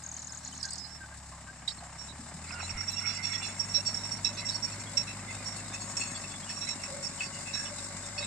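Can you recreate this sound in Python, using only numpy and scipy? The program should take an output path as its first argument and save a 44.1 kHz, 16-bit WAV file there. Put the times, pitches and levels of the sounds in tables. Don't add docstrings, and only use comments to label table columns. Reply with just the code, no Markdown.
import sys
import numpy as np
from scipy import signal
from scipy.fft import rfft, irfft
from scipy.io import wavfile
from scipy.ndimage import uniform_filter1d, map_coordinates

SR = 44100
rng = np.random.default_rng(int(sys.argv[2]) if len(sys.argv) > 2 else 0)


def wav_out(sig):
    wavfile.write(sys.argv[1], SR, np.round(np.clip(np.atleast_2d(sig).T, -1, 1) * 32767).astype(np.int16))


N = 364266
TIME = np.arange(N) / SR


# (time [s], firing rate [Hz], level of the note at twice that rate [dB])
ENGINE = [(0.0, 39.2, -55.5), (0.27, 38.46, -57.5), (0.62, 39.73, -55), (0.9, 37.66, -56),
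          (1.29, 33.45, -52), (1.59, 32.64, -58), (1.82, 33.02, -55), (2.05, 34.84, -54.5),
          (2.53, 41.47, -50), (2.76, 46.2, -41.5), (2.85, 46.56, -48.5), (3.47, 48.6, -49.5),
          (3.73, 49.6, -47.5), (3.91, 49.18, -48.5), (4.55, 51.57, -48), (5.47, 50.58, -48.5),
          (5.73, 51.63, -49), (5.86, 50.48, -50), (6.88, 47.1, -56), (7.45, 47.72, -54.5),
          (8.17, 50.12, -50), (8.26, 51.8, -48)]
# (multiple of the firing rate, relative level [dB])
UNEVEN_ORDERS = [(1.5, -12), (1.75, -8), (2.25, -5), (2.5, -7), (2.75, -7.5), (3.25, -7), (3.5, -8),
                 (3.75, -3), (4.25, -9), (4.5, -4.5), (4.75, -6), (5.5, -20), (5.75, -18.5), (6.5, -17.5)]
# (multiple of the firing rate, relative level [dB])
WHOLE_ORDERS = [(4, -2), (5, -4), (6, -11), (7, -13), (8, -18), (9, -20), (10, -23)]
PIPE_LAW = (-56, 3, 0.03, -2, 1.5)


def exhaust(firings, first_db=-11, first_rear_db=8, uneven_db=-2.0, uneven_speed_db=11,
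            whole_db=-1.0, whole_speed_db=-3):
    def tone(order, waver):
        turning = np.exp(2j * np.pi * (order * firings + rng.random()))
        return unit(((1 + waver * wander(N, 12.4)) * turning).real)

    def lift_db(order, pipe_hz=170, width_hz=11.7, peak_db=2):
        return peak_db / (1 + ((order * curve(ENGINE) - pipe_hz) / width_hz) ** 2)

    note = amp(curve(ENGINE, axis=2))
    pipe = strength(PIPE_LAW)
    doublings = np.log2(curve(ENGINE) / WORKING_HZ)
    drone = note * amp(first_db + first_rear_db * view()[1]) * tone(order=1, waver=.15)
    drone += note * tone(order=2, waver=0.18) + pipe * tone(order=3, waver=1 / 3)
    whole = sum(amp(db + lift_db(order)) * tone(order, .25) for order, db in WHOLE_ORDERS)
    uneven = sum(amp(db) * tone(order, .5) for order, db in UNEVEN_ORDERS)
    whole_gain = amp(whole_db + whole_speed_db * doublings)
    uneven_gain = amp(uneven_db + uneven_speed_db * doublings)
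    return drone + pipe * (whole_gain * whole + uneven_gain * uneven)


# (frequency [Hz], left density [dB per Hz], right density [dB per Hz])
RUMBLE = [(12, -97, -97), (30, -95, -95), (59.6, -84, -92), (120, -82.5, -79.5), (198, -73, -74.5),
          (256, -79, -74.5), (317, -82, -84.5), (430, -88, -86), (606, -105, -105)]
CLATTER = [(405, -105, -105), (498, -91, -89.5), (580, -80, -81), (760, -80, -79), (1210, -80.5, -80.5),
           (1430, -90.5, -82.5), (1570, -80.5, -80.5), (2110, -88, -82), (2940, -87.5, -99.5),
           (2900, -88, -85.5), (3900, -110, -110)]
HISS = [(2870, -112, -112), (3575, -86.5, -85), (4670, -92.5, -83.5), (5220, -100, -79.5),
        (6070, -88.5, -88.5), (7220, -77, -85.5), (7430, -74, -85), (8050, -75.5, -101), (9320, -88, -112),
        (10750, -102, -121), (10550, -115, -121), (13400, -115, -115), (15400, -124, -130)]
FIZZ = [(10900, -111, -115), (13000, -110, -109), (15200, -119, -126)]
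RUMBLE_LAW = (0.18, 1.8, 0.053, 3.3, 2.34)
CLATTER_LAW = (0.12, 0.75, 0.063, 0.88, 1.6)
HISS_LAW = (0.14, 7.6, 0.07, 3.75, 0.067)
FIZZ_LAW = (3, 13, -0.12, -10, 1.5)


def engine_noise(firings, waver_db=0.68):
    def level(law):
        return strength(law) * amp(waver_db * wander(N, 0.73).real)
    rumble = noise(RUMBLE) * level(RUMBLE_LAW)
    rumble *= puffs(firings, depth=0.78, decay=0.29, uneven=0.58, delay=0.067)
    clatter = noise(CLATTER) * level(CLATTER_LAW)
    clatter *= puffs(firings, depth=0.81, decay=0.79, uneven=0.31, delay=0.312)
    hiss = noise(HISS) * level(HISS_LAW) + noise(FIZZ) * level(FIZZ_LAW)
    hiss *= puffs(firings, depth=0.46, decay=0.62, uneven=0.6, delay=0.25)
    return rumble + clatter + hiss


def puffs(firings, depth, decay, uneven, delay):
    count = np.floor(firings + delay).astype(int)
    phase = (firings + delay) % 1
    swing = np.array([-0.12, 0.095, 0.0039, 0.25])[count % 4] + rng.standard_normal(512)[count]
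    size = 1 + uneven * np.tanh(swing)
    burst = unit(size * (1 - np.exp(-phase / 0.096)) * np.exp(-phase / decay))
    return np.sqrt(1 - depth + depth * burst ** 2)


WORKING_HZ = 50


def strength(law):
    db, speed_db, pull_db, rear_db, loss_share = law
    hz = curve(ENGINE)
    loss_db, rear = view()
    pull = uniform_filter1d(np.gradient(hz) * SR, size=SR // 4)
    level_db = db + speed_db * np.log2(hz / WORKING_HZ) + pull_db * pull
    return amp(level_db + rear_db * rear + loss_share * loss_db)


def view(nearest_s=5.26, distance_m=9.8, speed_m_per_s=2.07):
    along = speed_m_per_s * (TIME - nearest_s)
    distance = np.hypot(along, distance_m)
    return 20 * np.log10(distance_m / distance), along / distance


def passing(sound):
    at = np.arange(N) - np.linspace(.5, 4, N)
    return np.array([sound[0], map_coordinates(sound[1], [at], order=3, mode="nearest")])


# (time [s], length [s], relative level [dB])
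CHIRP_RUNS = [(0.036, 0.06, -31.5), (0.114, 0.06, -29.5), (0.192, 0.09, -31), (0.321, 0.064, -32),
              (0.448, 0.038, -32.5), (0.526, 0.02, -38), (0.55, 0.038, -33), (0.676, 0.02, -34)]
# (time [s], then relative level [dB] of the low mode, main mode and high mode)
RATTLES = [(0.628, -28, -43, -38.5), (0.652, -38, -34, -46), (0.705, -40, -40, -36), (0.731, -38, -48, -38),
           (0.755, -38, -44, -48), (0.78, -37, -39, -55)]


def chirps(main_hz=6600, low_hz=5000, high_hz=8100, rise_s=0.0028, hold_s=0.0034, decay_s=0.0054,
           scatter_db=0.7, scatter_hz=70):
    out, t = np.zeros((2, N)), np.arange(2048) / SR
    shape = np.sin(np.pi / 2 * np.minimum(t / rise_s, 1)) * np.exp(-np.maximum(t - hold_s, 0) / decay_s)
    rate = curve(ENGINE)[TIME < CHIRP_RUNS[-1][0]].mean()
    for start, length, db in CHIRP_RUNS:
        for s in np.arange(start, start + length, 1 / rate):
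            loud, pitch = rng.standard_normal(2)
            main = ring(len(t), main_hz + scatter_hz * pitch, 260, 1.1, steadiness=0.39, glide=-0.059)
            add(out, s, amp(db - 6 + scatter_db * loud) * shape * main)
    for s, low_db, main_db, high_db in RATTLES:
        low = amp(low_db) * ring(len(t), low_hz, 260, -16, steadiness=1.0, glide=-0.027)
        main = amp(main_db) * ring(len(t), main_hz, 530, 1.2, steadiness=1.0, glide=-0.025)
        high = amp(high_db) * ring(len(t), high_hz, 130, 14, steadiness=0.89)
        add(out, s, shape * (low + main + high))
    return out


# (time [s], relative level [dB])
BUZZ = [(0, -87), (0.14, -52), (0.3, -65), (0.45, -56), (0.58, -58.5), (0.65, -50), (0.8, -61), (0.9, -65),
        (1.05, -85), (1.3, -120)]
# (frequency [Hz], width [Hz], relative level [dB], left minus right [dB])
SEAT = [(3450, 180, -15, -14), (4270, 240, -1, -11), (5050, 230, -5.5, -15), (5700, 150, -0.5, -21)]


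def buzz(firings):
    rough = bank(SEAT, BUZZ, apart=0.86, steadiness=0.24) * flutter(N, 30, depth=0.95)
    return rough * puffs(firings, depth=0.87, decay=0.83, uneven=0.6, delay=0.33)


# (time [s], length [s], attack [s], body level [dB],
#   top modes against the body [dB], squeak level [dB], squeak pitch [Hz],
#   slipping joint level [dB], joint pitch [Hz], crack level [dB]); levels are relative
KNOCKS = [(1.676, 0.015, 0.0054, -62, 7, -44, 5450, -34, 3820, -43.5),
          (3.593, 0.035, 0.012, -63, 11, -29.5, 5560, -69, 4600, -54),
          (3.739, 0.045, 0.014, -45, -25, -24, 5560, -38.5, 4004, -65),
          (3.94, 0.032, 0.01, -58, 14, -28, 5560, -67, 4074, -55),
          (4.246, 0.034, 0.005, -36.5, -5, -23, 5500, -35.5, 3920, -54),
          (4.482, 0.033, 0.0097, -46, -1, -31, 5440, -43, 3900, -61),
          (4.544, 0.037, 0.0067, -54, 5, -32, 5510, -62, 4500, -65),
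          (4.969, 0.039, 0.011, -37.5, -4, -26, 5550, -45, 4000, -52),
          (5.967, 0.053, 0.0041, -45, 11, -37, 5530, -69, 4270, -48),
          (6.492, 0.044, 0.011, -45, -14, -39.5, 5540, -56, 4400, -47),
          (6.673, 0.05, 0.022, -44, 1.5, -33.5, 5540, -60, 3970, -56),
          (6.835, 0.043, 0.0044, -45, -9, -40, 5550, -73, 4360, -59),
          (7.203, 0.041, 0.0069, -31, -20, -52, 5550, -51, 4534, -53),
          (8.177, 0.048, 0.0068, -38, -18, -39, 5380, -44.5, 4500, -57.5)]
# (frequency [Hz], width [Hz], relative level [dB], left minus right [dB])
CRACK = [(2090, 210, -6, -14), (3220, 330, -5, -7), (4900, 650, 0, -17), (7630, 1300, -0.5, 10)]


def knocks(crack_s=0.022, crack_attack_s=0.003, clang_hz=5380, clang_db=-10):
    out = np.zeros((2, N))
    for (s, length, attack, body_db, bright_db, squeak_db, squeak_hz,
         joint_db, joint_hz, crack_db) in KNOCKS:
        rise = attack / length
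        add(out, s, contact(length, rise, body_db, body_db + bright_db, squeak_db,
                            joint_db, joint_hz, squeak_hz))
        shape = stroke(length, rise, fall=2.5, roundness=2)
        clang = ring(len(shape), clang_hz, 30, -19, steadiness=0.73)
        add(out, s, amp(squeak_db + clang_db) * shape * clang)
        shape = stroke(crack_s, crack_attack_s / crack_s, fall=0.88)
        add(out, s, amp(crack_db) * shape * modes(len(shape), CRACK, steadiness=.1, apart=1.4))
    return out


# (time [s], length [s], body level [dB], top modes level [dB], squeak level [dB],
#   slipping joint level [dB], joint pitch [Hz]); levels are relative
RUBS = [(1.975, 0.073, -69, -60, -46.5, -68, 4040), (3.686, 0.077, -70, -57, -37, -72, 4000),
        (3.777, 0.023, -42.5, -57, -30.5, -57, 4000), (3.85, 0.056, -47, -44, -31, -45, 4480),
        (3.98, 0.042, -60, -56, -39, -56, 3840), (4.015, 0.071, -53, -59, -38, -63, 3847),
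        (4.107, 0.04, -57, -52, -31.5, -56, 4480), (4.15, 0.041, -66, -62, -43.5, -70, 3973),
        (4.287, 0.04, -49, -55, -42, -64, 3900), (4.367, 0.051, -40.5, -52, -38, -47, 4000),
        (4.448, 0.055, -50, -44, -38, -65, 4037), (4.616, 0.059, -57, -48, -34, -53, 4460),
        (4.712, 0.043, -50, -53, -47, -56, 4455), (4.791, 0.035, -53, -45, -47.5, -59, 4350),
        (5.068, 0.049, -37.5, -60, -44, -51, 3970), (5.287, 0.044, -45.5, -47, -64, -64, 4400),
        (5.448, 0.069, -68, -48, -37.5, -70, 4423), (5.553, 0.041, -58, -48, -60, -55, 4407),
        (5.731, 0.041, -38.5, -49, -45, -61, 4354), (5.799, 0.044, -58, -44, -62, -52, 4440),
        (5.994, 0.061, -37, -41.5, -48, -47, 4330), (6.061, 0.038, -47, -42.5, -55, -55, 4400),
        (6.144, 0.041, -53, -46.5, -52, -49.5, 4480), (6.232, 0.029, -43, -60, -56, -62, 4400),
        (6.313, 0.029, -50, -44.5, -59, -66, 4400), (6.556, 0.041, -54, -55, -40.5, -64, 4000),
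        (6.603, 0.058, -45, -52, -37.5, -48.5, 3937), (7.024, 0.051, -52, -44.5, -34.5, -66, 4426),
        (7.224, 0.035, -53, -51, -40, -53, 4683), (7.452, 0.068, -40.5, -55, -63, -59, 4750),
        (7.522, 0.1, -42.5, -48, -35, -56, 3940), (7.64, 0.047, -49, -54, -41, -56, 3470),
        (7.829, 0.037, -60, -56.5, -46, -70, 4000), (8.202, 0.077, -42, -61, -62, -46, 3830)]
RUB_RISE = 0.48
JOINT_RANGE_HZ = (3790, 4360)


def rubs(count=12, from_s=4.6, body_db=-54, top_db=-50, squeak_db=-58, joint_db=-66, spread_db=8):
    out = np.zeros((2, N))
    for s, length, *colour in RUBS:
        add(out, s, contact(length, RUB_RISE, *colour))
    for k, (when, *chance) in enumerate(rng.random((count, 4))):
        levels = np.array([body_db, top_db, squeak_db]) + spread_db * (np.array(chance) - .5)
        s = from_s + (TIME[-1] - from_s) * (k + when) / count
        add(out, s, contact(0.022, RUB_RISE, *levels, joint_db, rng.uniform(*JOINT_RANGE_HZ)))
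    return out


# (time [s], length [s], relative squeak level [dB], relative rim level [dB])
DISC_TURNS = [(2.593, 0.066, -42.5, -67), (2.692, 0.037, -39.5, -70), (2.766, 0.09, -37, -69),
              (2.868, 0.076, -33.5, -52.5), (2.959, 0.072, -34.5, -50.5), (3.051, 0.098, -30.5, -45),
              (3.143, 0.037, -52, -55), (3.224, 0.073, -33, -43), (3.317, 0.068, -35, -45.5),
              (3.415, 0.083, -39, -42.5)]
# (frequency [Hz], width [Hz], relative level [dB], left minus right [dB])
RIM = [(2644, 89, -1.5, -23), (3500, 35, -4.5, -22), (4100, 61, -6.5, -24), (4140, 90, -12, -22),
       (4800, 80, -10.5, -14)]


def disc(top_db=-20, body_db=-52, joint_db=-75):
    out = np.zeros((2, N))
    for s, length, squeak_db, rim_db in DISC_TURNS:
        add(out, s, contact(length, RUB_RISE, body_db, squeak_db + top_db, squeak_db, joint_db,
                            rng.uniform(*JOINT_RANGE_HZ)))
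        shape = stroke(length, 0.38, fall=1.15)
        add(out, s, amp(rim_db) * shape * modes(len(shape), RIM, steadiness=0.32, apart=1.0))
    return out


# (frequency [Hz], width [Hz], relative level [dB], left minus right [dB])
STEEL = [(2565, 20, -7, -8), (2675, 40, -8, 30), (3470, 47.5, -13, -13), (4400, 120, -23, -18),
         (5400, 50, -17, -5.5), (5508, 18, -5, -16), (5556, 14, 0, -30), (6545, 26, -9, -2),
         (6928, 9, -9, 25), (7612, 32, -4, 9), (8565, 26, -10.5, 33), (9400, 40, -23, 35),
         (10860, 76, -38, 23)]
BODY_HZ, JOINT_HZ, SQUEAK_HZ, TOP_HZ = 2600, 4000, 5500, 6300


def contact(length, rise, body_db, top_db, squeak_db, joint_db, joint_hz, squeak_hz=5555):
    shape = stroke(length, rise, fall=0.97 + 0.039 / max(rise, .08), roundness=0.91)
    size, ring_db = len(shape), squeak_db - 6
    sound = amp(squeak_db - 1) * ring(size, squeak_hz, 21.7, -21, steadiness=1.0, glide=-0.006)
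    sound += amp(joint_db + 3.5) * ring(size, joint_hz, 55, -15.5, steadiness=0.48, glide=-0.012)
    family_hz = [BODY_HZ, JOINT_HZ, SQUEAK_HZ, (SQUEAK_HZ + TOP_HZ) / 2, TOP_HZ]
    family_db = [body_db, joint_db, ring_db, ring_db, top_db]
    for hz, width, db, side_db in STEEL:
        level_db = np.interp(hz, family_hz, family_db)
        sound += amp(db + level_db) * ring(size, hz, width, side_db, steadiness=0.39, apart=0.99)
    grit_db = np.mean([body_db, joint_db, squeak_db, top_db]) - 14.0
    grit = amp(grit_db) * ring(size, 4200, 1200, -2.0, apart=3.4)
    crunch = amp(body_db - 15.0) * ring(size, 1950, 360, -4.5, apart=0.96)
    return (sound + grit + crunch) * shape * flutter(size, 62, depth=0.29)


# (nominal time [s], nominal length [s], pitch [Hz],
#   relative level [dB], left minus right [dB], glide [share of the pitch])
SQUEALS = [(0.034, 0.08, 1580, -69, 0, -0.016), (0.099, 0.52, 253.4, -69, -4, -0.005),
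           (0.152, 0.03, 3130, -69, -12, 0), (0.278, 0.067, 1580, -62.5, -3, -0.015),
           (0.293, 0.017, 5300, -52.5, -21, -0.041), (0.521, 0.02, 3040, -59.5, -12, 0),
           (0.6, 0.014, 5320, -48, -16, 0), (0.632, 0.063, 1593, -55, -1, -0.018),
           (0.634, 0.023, 4900, -45.5, -19, -0.069), (0.713, 0.035, 4870, -50, -16, -0.11),
           (0.771, 0.098, 5190, -49, -31, -0.06), (0.839, 0.025, 4200, -54, -18, -0.0018),
           (0.875, 0.045, 5300, -58, -24, 0.02), (0.89, 0.04, 1580, -64, -5, 0.033),
           (0.91, 0.065, 5410, -53.5, -25, -0.0041), (1.1, 0.05, 1623, -60.5, -1, 0),
           (1.599, 0.04, 1600, -64, -3, 0), (1, 0.06, 1566, -55, -2, -0.016),
           (1.468, 0.044, 1593, -55.5, -1, -0.025), (1.687, 0.006, 4600, -40, -17, 0),
           (1.693, 0.031, 4480, -51.5, -14, -0.032), (1.695, 0.019, 3870, -48, -9, -0.0085),
           (1.69, 0.043, 5360, -54, -26, -0.008), (1.783, 0.016, 4250, -56, -16, -0.02),
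           (2.081, 0.043, 3860, -53.5, -23, -0.013), (2.513, 0.1, 1427, -52, -14, -0.021),
           (2.517, 0.029, 5330, -50, -15, -0.0022), (2.566, 0.06, 2760, -58.5, -10, -0.01),
           (2.617, 0.046, 3980, -50.5, -18, 0.05), (2.665, 0.031, 2740, -56, -9, -0.04),
           (2.767, 0.054, 2140, -50, -11, 0.0037), (2.898, 0.048, 4090, -55, -32, -0.066),
           (2.91, 0.022, 12400, -68, 0, -0.013), (2.96, 0.026, 2740, -50, -20, 0.02),
           (3.029, 0.054, 2155, -45.5, -27, 0.028), (3.08, 0.11, 4920, -53, -25, -0.038),
           (3.1, 0.079, 2780, -55.5, -23, 0.04), (3.172, 0.086, 2064, -49, -27, 0.05),
           (3.29, 0.05, 2175, -47, -27, 0.02), (3.332, 0.06, 1950, -52.5, -18, -0.048),
           (3.332, 0.032, 3400, -49, -14, 0), (3.405, 0.04, 2750, -49, -14, 0.055),
           (3.862, 0.023, 7620, -45.5, 10, 0.01), (4.115, 0.029, 8670, -57, 16, 0),
           (4.299, 0.045, 569, -60, 4, -0.028), (4.335, 0.028, 6340, -57, -6, 0),
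           (4.375, 0.04, 4850, -53.5, -14, 0), (4.411, 0.044, 2080, -52, -4, -0.023),
           (4.505, 0.072, 4470, -51, -7, 0.0057), (4.535, 0.017, 8650, -54, 20, -0.02),
           (4.929, 0.097, 574, -59.5, 1, 0.0097), (5.268, 0.051, 2114, -49.5, -11, -0.014),
           (5.559, 0.026, 9450, -58, 20, 0), (5.728, 0.031, 6490, -55, -4, 0.006),
           (6.001, 0.042, 2686, -55, -8, 0.0051), (6.143, 0.03, 3460, -55, -4, -0.014),
           (6.339, 0.03, 3480, -55.5, -16, -0.018), (6.426, 0.024, 3298, -58, -10, -0.0033),
           (6.66, 0.074, 3970, -49.5, -29, -0.0096), (6.668, 0.03, 2140, -46, -25, 0.02),
           (6.876, 0.15, 560, -51, -5, -0.0015), (7.051, 0.026, 4930, -44.5, -29, 0.051),
           (7.248, 0.035, 4667, -51, -22, -0.0067), (7.321, 0.065, 2870, -60, -3, -0.019),
           (7.525, 0.13, 1642, -57.5, 3, 0.019), (7.531, 0.037, 3905, -48, -19, -0.0025),
           (7.654, 0.03, 2906, -56, -10, 0), (7.71, 0.027, 580, -55.5, 1, 0),
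           (7.769, 0.029, 3880, -54.5, -20, -0.0095), (7.835, 0.018, 8610, -53.5, 22, 0),
           (8.163, 0.11, 585.4, -55, 4, -0.032)]


def squeals(width_hz=6.1, width_share=0.018):
    out = np.zeros((2, N))
    for s, length, hz, db, side_db, glide in SQUEALS:
        size = int(1.34 * length * SR)
        width = width_hz + width_share * hz
        shape = unit(signal.windows.tukey(size, .6))
        note = ring(size, hz, width, side_db, steadiness=0.53, glide=glide)
        add(out, s - 0.092 * length, amp(db + 5.5) * shape * note)
    return out


# (time [s], relative level [dB])
JIGGLE = [(0, -76), (1.8, -60), (2.4, -58.5), (2.9, -52.5), (3.5, -51), (4.5, -69), (5.3, -64),
          (6.001, -50), (7, -54.5), (8.26, -56.5)]
# (time [s], relative level [dB])
DRAG = [(2.38, -70), (2.49, -49), (2.62, -46.5), (2.74, -51), (2.8, -40), (2.87, -51), (2.98, -48),
        (3.07, -41), (3.13, -47), (3.33, -48.5), (3.48, -46.5), (3.6, -54)]
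# (time [s], relative level [dB])
HUM = [(0, -104), (3.5, -56.5), (4.8, -48.5), (5.6, -57), (6.5, -62.5), (7.4, -47.5), (8.26, -48)]
# (frequency [Hz], width [Hz], relative level [dB], left minus
# right [dB])
BLADE = [(1385, 100, -5, -10.5), (1978, 74, -9, -6), (2160, 170, -2.5, -10), (2776, 150, -10.5, -24)]
HUM_TONES = [(568.5, 24, -11, 5.2), (1540, 33, -11.5, 16), (2060, 30, -12, 7.6)]


def planter(tilt_db=7.0, squeak_db=-5):
    tinkle = []
    for hz, width, db, side_db in STEEL:
        db = db + tilt_db * np.log2(hz / SQUEAK_HZ) + squeak_db * (JOINT_HZ < hz < TOP_HZ)
        tinkle.append((hz, width, db, side_db))
    jolts = flutter(N, 8.4, depth=0.95)
    jiggle = bank(tinkle, JIGGLE, apart=1.0, steadiness=0.091) * jolts
    drag = amp(-2.0) * bank(BLADE, DRAG, apart=0.57, steadiness=0.13) * flutter(N, 70, depth=0.75)
    return jiggle + drag + creaks() + bank(HUM_TONES, HUM, apart=0.12, steadiness=0.12)


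def creaks(count=60, db=-58, from_s=2.4):
    out = np.zeros((2, N))
    for when, pitch, span, loud, bend, side in rng.random((count, 6)):
        s = from_s + (TIME[-1] - from_s) * when ** 1.3
        shape = stroke(0.027 + 0.16 * span, 0.13)
        hz = np.interp(pitch, [0, .45, .5, 1], [1700, 2730, 3500, 5100])
        sound = ring(len(shape), hz, 42, -8 + 14 * (side - .5), steadiness=0.75, glide=0.086 * (bend - .6))
        add(out, s, amp(db + 7 * (loud - .5)) * shape * sound)
    return out


# (time [s], pitch [Hz], level [dB])
DRY_CRACKS = [(2.508, 2380, -40.5), (2.506, 1400, -42), (2.601, 1335, -38), (2.604, 2480, -40),
              (2.629, 840, -41), (2.694, 2510, -42), (2.709, 2100, -45), (2.834, 1550, -46),
              (3.057, 2200, -37), (3.332, 2000, -40), (6.498, 1800, -42), (6.576, 1000, -46),
              (6.675, 2200, -41), (6.837, 2200, -43), (7.213, 1910, -43), (7.552, 1651, -45),
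              (7.573, 1660, -44)]


def dry_cracks(length=0.007, width_hz=170):
    out, shape = np.zeros((2, N)), stroke(length, 0.3, fall=1.2)
    for s, hz, db in DRY_CRACKS:
        add(out, s, amp(db) * shape * ring(len(shape), hz, width_hz, -10, steadiness=0.64, apart=0.4))
    return out


def scrapes(count, from_s, to_s, db, low_hz, high_hz, bend=0.049):
    out = np.zeros((2, N))
    for k, (when, pitch, span, loud, glide) in enumerate(rng.random((count, 5))):
        shape = stroke(0.017 + 0.032 * span, 0.61, fall=1.7)
        hz = low_hz + (high_hz - low_hz) * np.sqrt(pitch)
        sound = ring(len(shape), hz, 35, -1, steadiness=0.97, apart=0.36, glide=bend * (glide - .5))
        s = from_s + (to_s - from_s) * (k + when) / count
        add(out, s, amp(db + 6.0 * (loud - .5)) * shape * sound)
    return out


# (time [s], length [s], pitch [Hz], width [Hz], level [dB])
CLUNKS = [(1.316, 0.08, 1036, 78, -56), (1.76, 0.042, 130, 14, -62), (1.823, 0.051, 736, 70, -51),
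          (2.186, 0.088, 219.4, 38, -50), (2.335, 0.072, 194.7, 27, -49), (3.778, 0.044, 575, 25.5, -52.5)]


def clunks():
    out = np.zeros((2, N))
    for s, length, hz, width, db in CLUNKS:
        shape = stroke(length, 0.12, fall=1.9)
        add(out, s, amp(db) * shape * ring(len(shape), hz, width, 0, steadiness=0.6, apart=0.16))
    return out


def thump(at_s=2.715, length_s=0.067, hz=88, db=-45):
    out, shape = np.zeros((2, N)), stroke(length_s, 0.72, fall=1.7)
    note = ring(len(shape), hz, 12, 0, steadiness=0.93, apart=0.047)
    deep = ring(len(shape), 45, 30, 0, steadiness=.9, apart=.05)
    add(out, at_s, amp(db) * shape * (note + deep))
    return out


# (time [s], pitch [Hz], level [dB], level an octave below [dB])
WHINE = [(2.5, 855, -68, -90), (3.5, 895, -63.5, -88), (4.7, 980.6, -60.5, -74), (5.4, 1049, -66, -63.5),
         (5.75, 1086, -61, -58.5), (5.95, 1111, -58, -62), (6.5, 1143, -63, -65), (7.2, 1109, -59.5, -61.5),
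         (8.26, 1142, -62, -66)]


def whine():
    low = amp(curve(WHINE, axis=3)) * ring(N, curve(WHINE) / 2, 3.5, 4, steadiness=0.5, apart=.15)
    return low + amp(curve(WHINE, axis=2)) * ring(N, curve(WHINE), 3, -1, steadiness=0.85, apart=.15)


# (frequency [Hz], share that is alike [0 to 1])
SAME = [(60, .84), (250, .9), (500, .92), (1100, .93), (1800, .88), (2600, .6), (4000, .35), (8000, .3),
        (14000, .5)]


def noise(rows):
    hz = np.fft.rfftfreq(N, 1 / SR)
    a, b = rfft(rng.standard_normal((2, N)))
    same = spectrum(SAME, hz)
    left = a * amp(spectrum(rows, hz, axis=1))
    right = (same * a + np.sqrt(1 - same ** 2) * b) * amp(spectrum(rows, hz, axis=2))
    skirts = 1 / (1 + (hz / rows[-1][0]) ** 16) / (1 + (rows[0][0] / (hz + 1)) ** 8)
    return irfft(np.array([left, right]) * skirts, N) * np.sqrt(SR / 2)


def ring(size, hz, width, balance_db, steadiness=0., apart=1.0, glide=0.):
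    bend = 1 + glide * (np.linspace(0, 1, size) - 1 / 4)
    carrier = np.exp(2j * np.pi * np.cumsum(hz * bend) / SR)
    z = wander(size, width)
    z = unit(z / np.hypot(abs(z), .3) ** steadiness)
    ears = np.array([z + apart * wander(size, width), z])
    return pan(balance_db) * unit((ears * carrier).real)


def modes(size, table, steadiness, apart):
    return sum(amp(db) * ring(size, hz, width, side_db, steadiness, apart)
               for hz, width, db, side_db in table)


def bank(table, level, apart, steadiness):
    return amp(curve(level)) * modes(N, table, steadiness, apart)


def stroke(length, rise, fall=3.0, roundness=1):
    u = np.arange(int(2 * length * SR)) / (length * SR)
    swell = np.sin(np.pi / 2 * np.minimum(u / rise, 1)) ** roundness
    shape = swell * np.exp(-fall * np.maximum(u - rise, 0) / (1 - rise))
    return unit(shape * np.minimum(2 * (2 - u), 1)) / np.sqrt(2)


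def flutter(size, hz, depth):
    return unit(1 + depth * np.tanh(2 * wander(size, hz).real))


def wander(size, width):
    hz = np.fft.fftfreq(size // 16 + 512, 16 / SR)
    chance = np.fft.fft(rng.standard_normal((len(hz), 2)) @ [1, 1j])
    z = np.fft.ifft(chance / (1 + (hz / width) ** 2))
    return unit(np.interp(np.arange(size) / 16, np.arange(len(hz)), z))


def amp(db):
    return 10 ** (np.asarray(db) / 20)


def unit(x):
    return x / np.sqrt(np.mean(abs(x) ** 2) + 1e-20)


def pan(db):
    return unit(amp([[db / 2], [-db / 2]]))


def curve(rows, axis=1):
    rows = np.array(rows, float)
    return np.interp(TIME, rows[:, 0], rows[:, axis])


def spectrum(rows, hz, axis=1):
    rows = np.array(rows, float)
    return np.interp(np.log(hz + 1), np.log(rows[:, 0] + 1), rows[:, axis])


def add(mix, s, sound):
    part = mix[:, max(round(s * SR), 0):][:, :sound.shape[1]]
    part += sound[:, :part.shape[1]]


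def scene():
    firings = np.cumsum(curve(ENGINE)) / SR
    tractor = passing(exhaust(firings) + engine_noise(firings))
    loose_part = buzz(firings) + chirps()
    steel = knocks() + rubs() + disc() + squeals() + planter()
    grit = scrapes(count=20, from_s=2.47, to_s=3.8, db=-56, low_hz=1407, high_hz=2837)
    grit += scrapes(count=12, from_s=6.9, to_s=8.4, db=-63.5, low_hz=1300, high_hz=2420)
    return tractor + loose_part + steel + dry_cracks() + grit + clunks() + thump() + whine()


def record(dry, edge_hz=15040):
    lowpass = signal.firwin(511, edge_hz, window=("kaiser", 9), fs=SR)
    return signal.oaconvolve(dry, lowpass[None], "same")


dry = scene()
out = record(dry)
wav_out(out)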